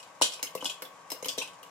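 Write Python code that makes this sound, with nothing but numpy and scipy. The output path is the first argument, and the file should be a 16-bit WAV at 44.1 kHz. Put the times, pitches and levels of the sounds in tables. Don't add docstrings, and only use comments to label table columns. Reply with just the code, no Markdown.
import sys
import numpy as np
from scipy import signal
from scipy.fft import rfft, irfft
from scipy.io import wavfile
from scipy.ndimage import uniform_filter1d

SR = 44100
rng = np.random.default_rng(int(sys.argv[2]) if len(sys.argv) > 2 else 0)


def log_audio(samples):
    frames = np.atleast_2d(samples).T
    limited = np.clip(frames, -1, 1)
    pcm = np.round(limited * 32767).astype(np.int16)
    wavfile.write(sys.argv[1], SR, pcm)


N = 74970

# (time [s], crack [dB], pan ring [dB], puff [dB], puff pitch [Hz], thump [dB])
POP_CUES = [(0.2127, -32.5, -26.5, -12.5, 730, -29), (0.3941, -58, -63, -37, 940, -59),
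            (0.4276, -22, -22.5, -31.5, 670, -40.5), (0.5506, -29.5, -34.5, -24, 665, -29.5),
            (0.6236, -58, -43, -27, 865, -34.5), (0.6443, -32.5, -28.5, -31, 820, -43),
            (0.821, -27, -37.5, -35.5, 734, -40.5), (1.1021, -32, -31.5, -40, 600, -55),
            (1.1177, -28, -28, -26, 623, -37), (1.2255, -46, -34, -33, 605, -34),
            (1.2446, -34, -38.5, -73, 600, -51), (1.2573, -26, -32, -34, 635, -33.5),
            (1.3779, -33, -43.5, -23.5, 520, -30), (1.6290, -42, -56, -47, 600, -56)]
# (time [s], click [dB], knock [dB], knock pitch [Hz])
HIT_CUES = [(.0005, -45.5, -49, 2915), (.0283, -45.5, -55, 2950), (.2200, -17.5, -24, 2984),
            (.2222, -21, -26, 3240), (.2252, -25, -31, 2820), (.243, -36, -31.5, 3320),
            (.321, -37, -44, 3220), (.336, -34.5, -48, 3070), (.392, -48.5, -39.5, 2360),
            (.4688, -45.5, -38.5, 3090), (.576, -50.5, -39.5, 2600), (.6075, -49, -42, 3090),
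            (0.6113, -49, -36.5, 2990), (0.6197, -63, -52, 3110), (.6372, -44.5, -72, 3000),
            (.6553, -31, -23, 3354), (.6605, -29, -57, 3100), (0.6969, -35, -31, 3195),
            (0.7093, -48, -34, 3314), (.8515, -50.5, -42, 3480), (1.2459, -39, -37.5, 3040),
            (1.2842, -26.5, -32, 3150), (1.2895, -55, -28, 3385), (1.3015, -66, -50, 3100),
            (1.3828, -26, -40, 3020), (1.405, -45, -37, 3140), (1.4148, -50, -28, 2548),
            (1.4212, -35, -30.5, 2573), (1.436, -53, -64, 2700), (1.459, -63, -68, 2680),
            (1.475, -44, -47, 3160), (1.489, -67, -67, 2950), (1.534, -55, -73, 3020),
            (1.579, -67, -88, 3020), (1.6300, -49, -46.5, 2860)]
# (frequency [Hz], gain [dB])
CRACK_EQ = [(100, -27), (500, 3.5), (1100, -4), (1600, -5.5), (2500, -3), (3500, -6.5), (6000, -7),
            (9000, -10), (13000, 2.5), (16000, -9)]
# (frequency [Hz], gain [dB])
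PAN_EQ = [(100, -37), (800, -11), (1600, -12.5), (2200, -1.5), (3400, -5.5), (6000, 0), (9000, -4),
          (13000, -10), (16000, -36)]
# (frequency [Hz], lift [dB])
PAN_RING = [(2110, 14.5), (2840, 10.5), (4020, 9.5), (5272, 16.5), (6480, 13.5), (8130, 6), (8730, 3),
            (9830, 14), (11660, 17), (12060, -3), (13320, 4)]
# (frequency [Hz], gain [dB])
PUFF_EQ = [(30, -33), (100, -22), (200, -3), (300, -0.5), (390, -11.5), (490, 1), (720, -7.5), (1020, 5.5),
           (1450, -6.5), (3000, -12)]
# (frequency [Hz], level [dB], 60 dB decay time [s])
DOME_AIR = [(190, -7.5, 0.15), (282.3, -3.5, 0.22), (439, -5.5, 0.11), (514.3, 1.5, 0.13), (645, -2, 0.12),
            (810, -9, 0.029), (993, -40, 0.3), (1126, 5, 0.11), (1516, 5, 0.12)]
# (frequency [Hz], gain [dB])
CLICK_EQ = [(100, -46), (500, -3), (1100, -6), (1700, -6.5), (2300, -3.5), (3000, 1), (4400, 4.5),
            (7500, 7.5), (10000, -0.5), (13000, -7), (16000, -33)]
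# (frequency [Hz], lift [dB])
WALL_RING = [(2525, 14.5), (2840, 5.5), (2975, 13.5), (3082, 5.5), (3270, 11.5), (3620, 7.5), (3915, 6.5),
             (4160, 5.5), (4435, 2), (5100, 7), (5767, 6), (6450, -15), (7270, 3), (7850, 0.5), (8700, 1),
             (9600, 7), (10350, 4), (11900, 6), (13600, 22)]
# (frequency [Hz], gain [dB])
KNOCK_EQ = [(100, -4), (1100, 11), (1500, -32.5), (2300, -3), (2560, 0), (3300, 2), (4200, -7.5),
            (9000, -11.5)]
# (frequency [Hz], gain [dB])
WHIR_EQ = [(20, -24), (50, -86), (100, -12), (170, -3), (230, -13), (380, -9), (510, 1.5), (740, -0.5),
           (1130, 4.5), (1350, -6.5), (2000, -6.5), (3000, -13), (4500, -25.5), (7000, -17), (10000, -44.5),
           (14000, -27.5), (16000, -44)]
# (frequency [Hz], level [dB])
MOTOR_TONES = [(180, -76.5), (285, -74.5), (620, -74.5), (965, -67.5), (1115, -62), (1160, -72),
               (1560, -70.5)]
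# (frequency [Hz], 60 dB decay time [s])
ROOM_DECAY = [(150, 0.24), (530, 0.39), (1400, 0.29), (3500, 0.28), (8000, 0.17), (15000, 0.23)]
# (frequency [Hz], correlation [0-1])
STEREO_LIKENESS = [(50, 0.3), (300, 0.98), (1000, 0.41), (2500, 0.26), (8000, 0), (16000, 0.75)]

CRACK_PEAK_S, CLICK_PEAK_S, KNOCK_PEAK_S = 0.00083, 0.00057, 0.0012
PUFF_ECHO_S, PUFF_ECHO_GAIN = 0.00197, 0.12
GUST_SAG = 0.63
CRUMBS_PER_S, CRUMB_DECAY_S, CRUMB_DB = 760, 0.031, -16.5
KNOCK_RATTLE_RAD = 0.6
SIZZLE_PER_S, SIZZLE_DB, SIZZLE_SPREAD_DB = 240, -63.5, 2.5
ECHO_DRIFT_HZ = 4.5
RIGHT_LAG_S, HIGH_CUT_HZ = 0.00004, 16200


def hull_cracks():
    hull_snaps = snaps([(s, db) for s, db, *_ in POP_CUES], CRACK_PEAK_S)
    pan_snaps = snaps([(s, db) for s, _, db, *_ in POP_CUES], CRACK_PEAK_S)
    hull = equalise(hull_snaps, CRACK_EQ)
    pan = equalise(pan_snaps, PAN_EQ, PAN_RING, half_width_hz=69)
    return pan_left(reverb(hull + pan, early_db=-0.5, early_s=0.0051, room_db=-0.5), db=2.5)


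def steam_puffs():
    dry = np.zeros(N)
    for s, _, _, puff_db, hz, thump_db in POP_CUES:
        puff = amp(puff_db) * gust(hz, peak_s=0.002624, half_cycles=0.51)
        thump = amp(thump_db) * gust(hz=284, peak_s=0.004594, half_cycles=0.42)
        add(dry, s, puff + thump)
        add(dry, s + PUFF_ECHO_S, PUFF_ECHO_GAIN * puff)
    body = equalise(dry, PUFF_EQ) + amp(-49.5) * dome_boom(dry)
    return pan_left(reverb(body, early_db=-6.5, early_s=0.0041, room_db=-15.5), db=5)


def gust(hz, peak_s, half_cycles):
    cycles = (np.arange(SR // 50) / SR - peak_s) * hz
    turns = cycles - GUST_SAG * np.log(np.cosh(cycles))
    return np.cos(2 * np.pi * turns) / np.cosh(np.pi / 2 * cycles / half_cycles)


def dome_boom(x):
    t = np.arange(SR // 2) / SR
    ring = sum(amp(db - 60 * t / t60) * np.cos(2 * np.pi * hz * t) for hz, db, t60 in DOME_AIR)
    return convolve(x, ring)


def kernel_clicks():
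    contacts = snaps([(s, db) for s, db, *_ in HIT_CUES], CLICK_PEAK_S)
    t = np.arange(SR // 5) / SR
    crumbs = noise(len(t)) * (rng.random(len(t)) < CRUMBS_PER_S / SR) * np.exp(-t / CRUMB_DECAY_S)
    contacts = contacts + amp(CRUMB_DB) * convolve(contacts, crumbs)
    wall = equalise(contacts, CLICK_EQ, WALL_RING, half_width_hz=48.4)
    air = amp(-53.5) * dome_boom(contacts)
    return pan_left(reverb(wall + air, early_db=1, early_s=0.0064, room_db=0), db=1)


def kernel_knocks():
    dry, envelope = np.zeros(N), transient(KNOCK_PEAK_S)
    t = np.arange(len(envelope)) / SR
    for s, _, db, hz in HIT_CUES:
        rattle = unit_rms(uniform_filter1d(rng.standard_normal(len(t)), size=40))
        add(dry, s, amp(db) * envelope * np.sin(2 * np.pi * hz * t + KNOCK_RATTLE_RAD * rattle))
    body = equalise(dry, KNOCK_EQ) + amp(-47.5) * dome_boom(dry)
    return pan_left(reverb(body, early_db=0.5, early_s=0.0077, room_db=-3.5), db=2)


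def stirring_motor():
    t, hum = np.arange(N) / SR, np.zeros(N)
    for hz, db in MOTOR_TONES:
        drift = 0.00499 * np.cumsum(rng.standard_normal(N))
        hum += amp(db) * np.sqrt(2) * np.cos(2 * np.pi * (hz * t + drift))
    whir = amp(-53.5) * unit_rms(equalise(noise(N), WHIR_EQ))
    return pan_left(whir + hum, db=4)


def oil_sizzle():
    sizes = amp(SIZZLE_SPREAD_DB * np.minimum(rng.exponential(1, N), 3))
    spikes = noise(N) * sizes * (rng.random(N) < SIZZLE_PER_S / SR)
    ticks = equalise(spikes, CLICK_EQ)
    return amp(SIZZLE_DB) * unit_rms(reverb(ticks, early_db=-19, early_s=0.0023, room_db=5))


def reverb(x, early_db, early_s, room_db):
    turn = 2 * np.pi * ECHO_DRIFT_HZ * np.arange(N) / SR
    sends = (np.cos(turn), np.sin(turn))
    return x + sum(convolve(x * send, echoes(early_db, early_s, room_db)) for send in sends)


def echoes(early_db, early_s, room_db):
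    hz, frame_s, spectrum = signal.stft(noise(SR // 2), SR, nperseg=256)
    decay = amp(-60 * frame_s / curve(ROOM_DECAY, hz)[:, None])
    tail = signal.istft(spectrum * decay, SR, nperseg=256)[1]
    t = np.arange(tail.shape[1]) / SR
    tail *= 1 - np.exp(-t / 0.0035)
    early = noise(len(t)) * np.exp(-t / early_s) * (1 - np.exp(-t / 0.0021))
    early = amp(early_db) * early / np.linalg.norm(early[0])
    return early + amp(room_db) * tail / np.linalg.norm(tail[0])


def snaps(cues, peak_s):
    track, envelope = np.zeros((2, N)), transient(peak_s)
    for s, db in cues:
        add(track, s, amp(db) * envelope * noise(len(envelope)))
    return track


def transient(peak_s):
    u = np.arange(SR // 50) / SR / peak_s
    return u * np.exp(1 - u)


def noise(count):
    left, other = rfft(rng.standard_normal((2, count)))
    likeness = np.clip(curve(STEREO_LIKENESS, np.fft.rfftfreq(count, 1 / SR)), 0, 1)
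    right = likeness * left + np.sqrt(1 - likeness ** 2) * other
    return irfft(np.array([left, right]), count)


def equalise(x, points, modes=(), half_width_hz=1):
    hz = abs(np.fft.fftfreq(4096, 1 / SR))
    db = curve(points, hz) + sum(lift / (1 + ((hz - f) / half_width_hz) ** 2) for f, lift in modes)
    spectrum = np.exp(np.conj(signal.hilbert(np.log(amp(db)))))
    return convolve(x, np.fft.ifft(spectrum).real)


def curve(points, hz):
    f, value = np.transpose(points)
    return np.interp(np.log(hz + 1), np.log(f), value)


def convolve(x, response):
    return signal.fftconvolve(np.atleast_2d(x), np.atleast_2d(response), axes=1)[:, :N]


def pan_left(x, db):
    return x * amp([[db / 2], [-db / 2]])


def add(mix, s, sound):
    part = mix[..., max(round(s * SR), 0):][..., :sound.shape[-1]]
    part += sound[..., :part.shape[-1]]


def amp(db):
    return 10 ** (np.asarray(db) / 20)


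def unit_rms(x):
    return x / np.sqrt(np.mean(x ** 2) + 1e-20)


def scene():
    popping = hull_cracks() + steam_puffs() + kernel_clicks() + kernel_knocks()
    left, right = popping + stirring_motor() + oil_sizzle()
    delay = np.exp(-2j * np.pi * np.fft.rfftfreq(N, 1 / SR) * RIGHT_LAG_S)
    return np.array([left, irfft(rfft(right) * delay, N)])


def record(dry):
    lowpass = signal.firwin(401, HIGH_CUT_HZ, window=("kaiser", 9), fs=SR)
    return signal.oaconvolve(dry, lowpass[None], "same")


dry = scene()
out = record(dry)
log_audio(out)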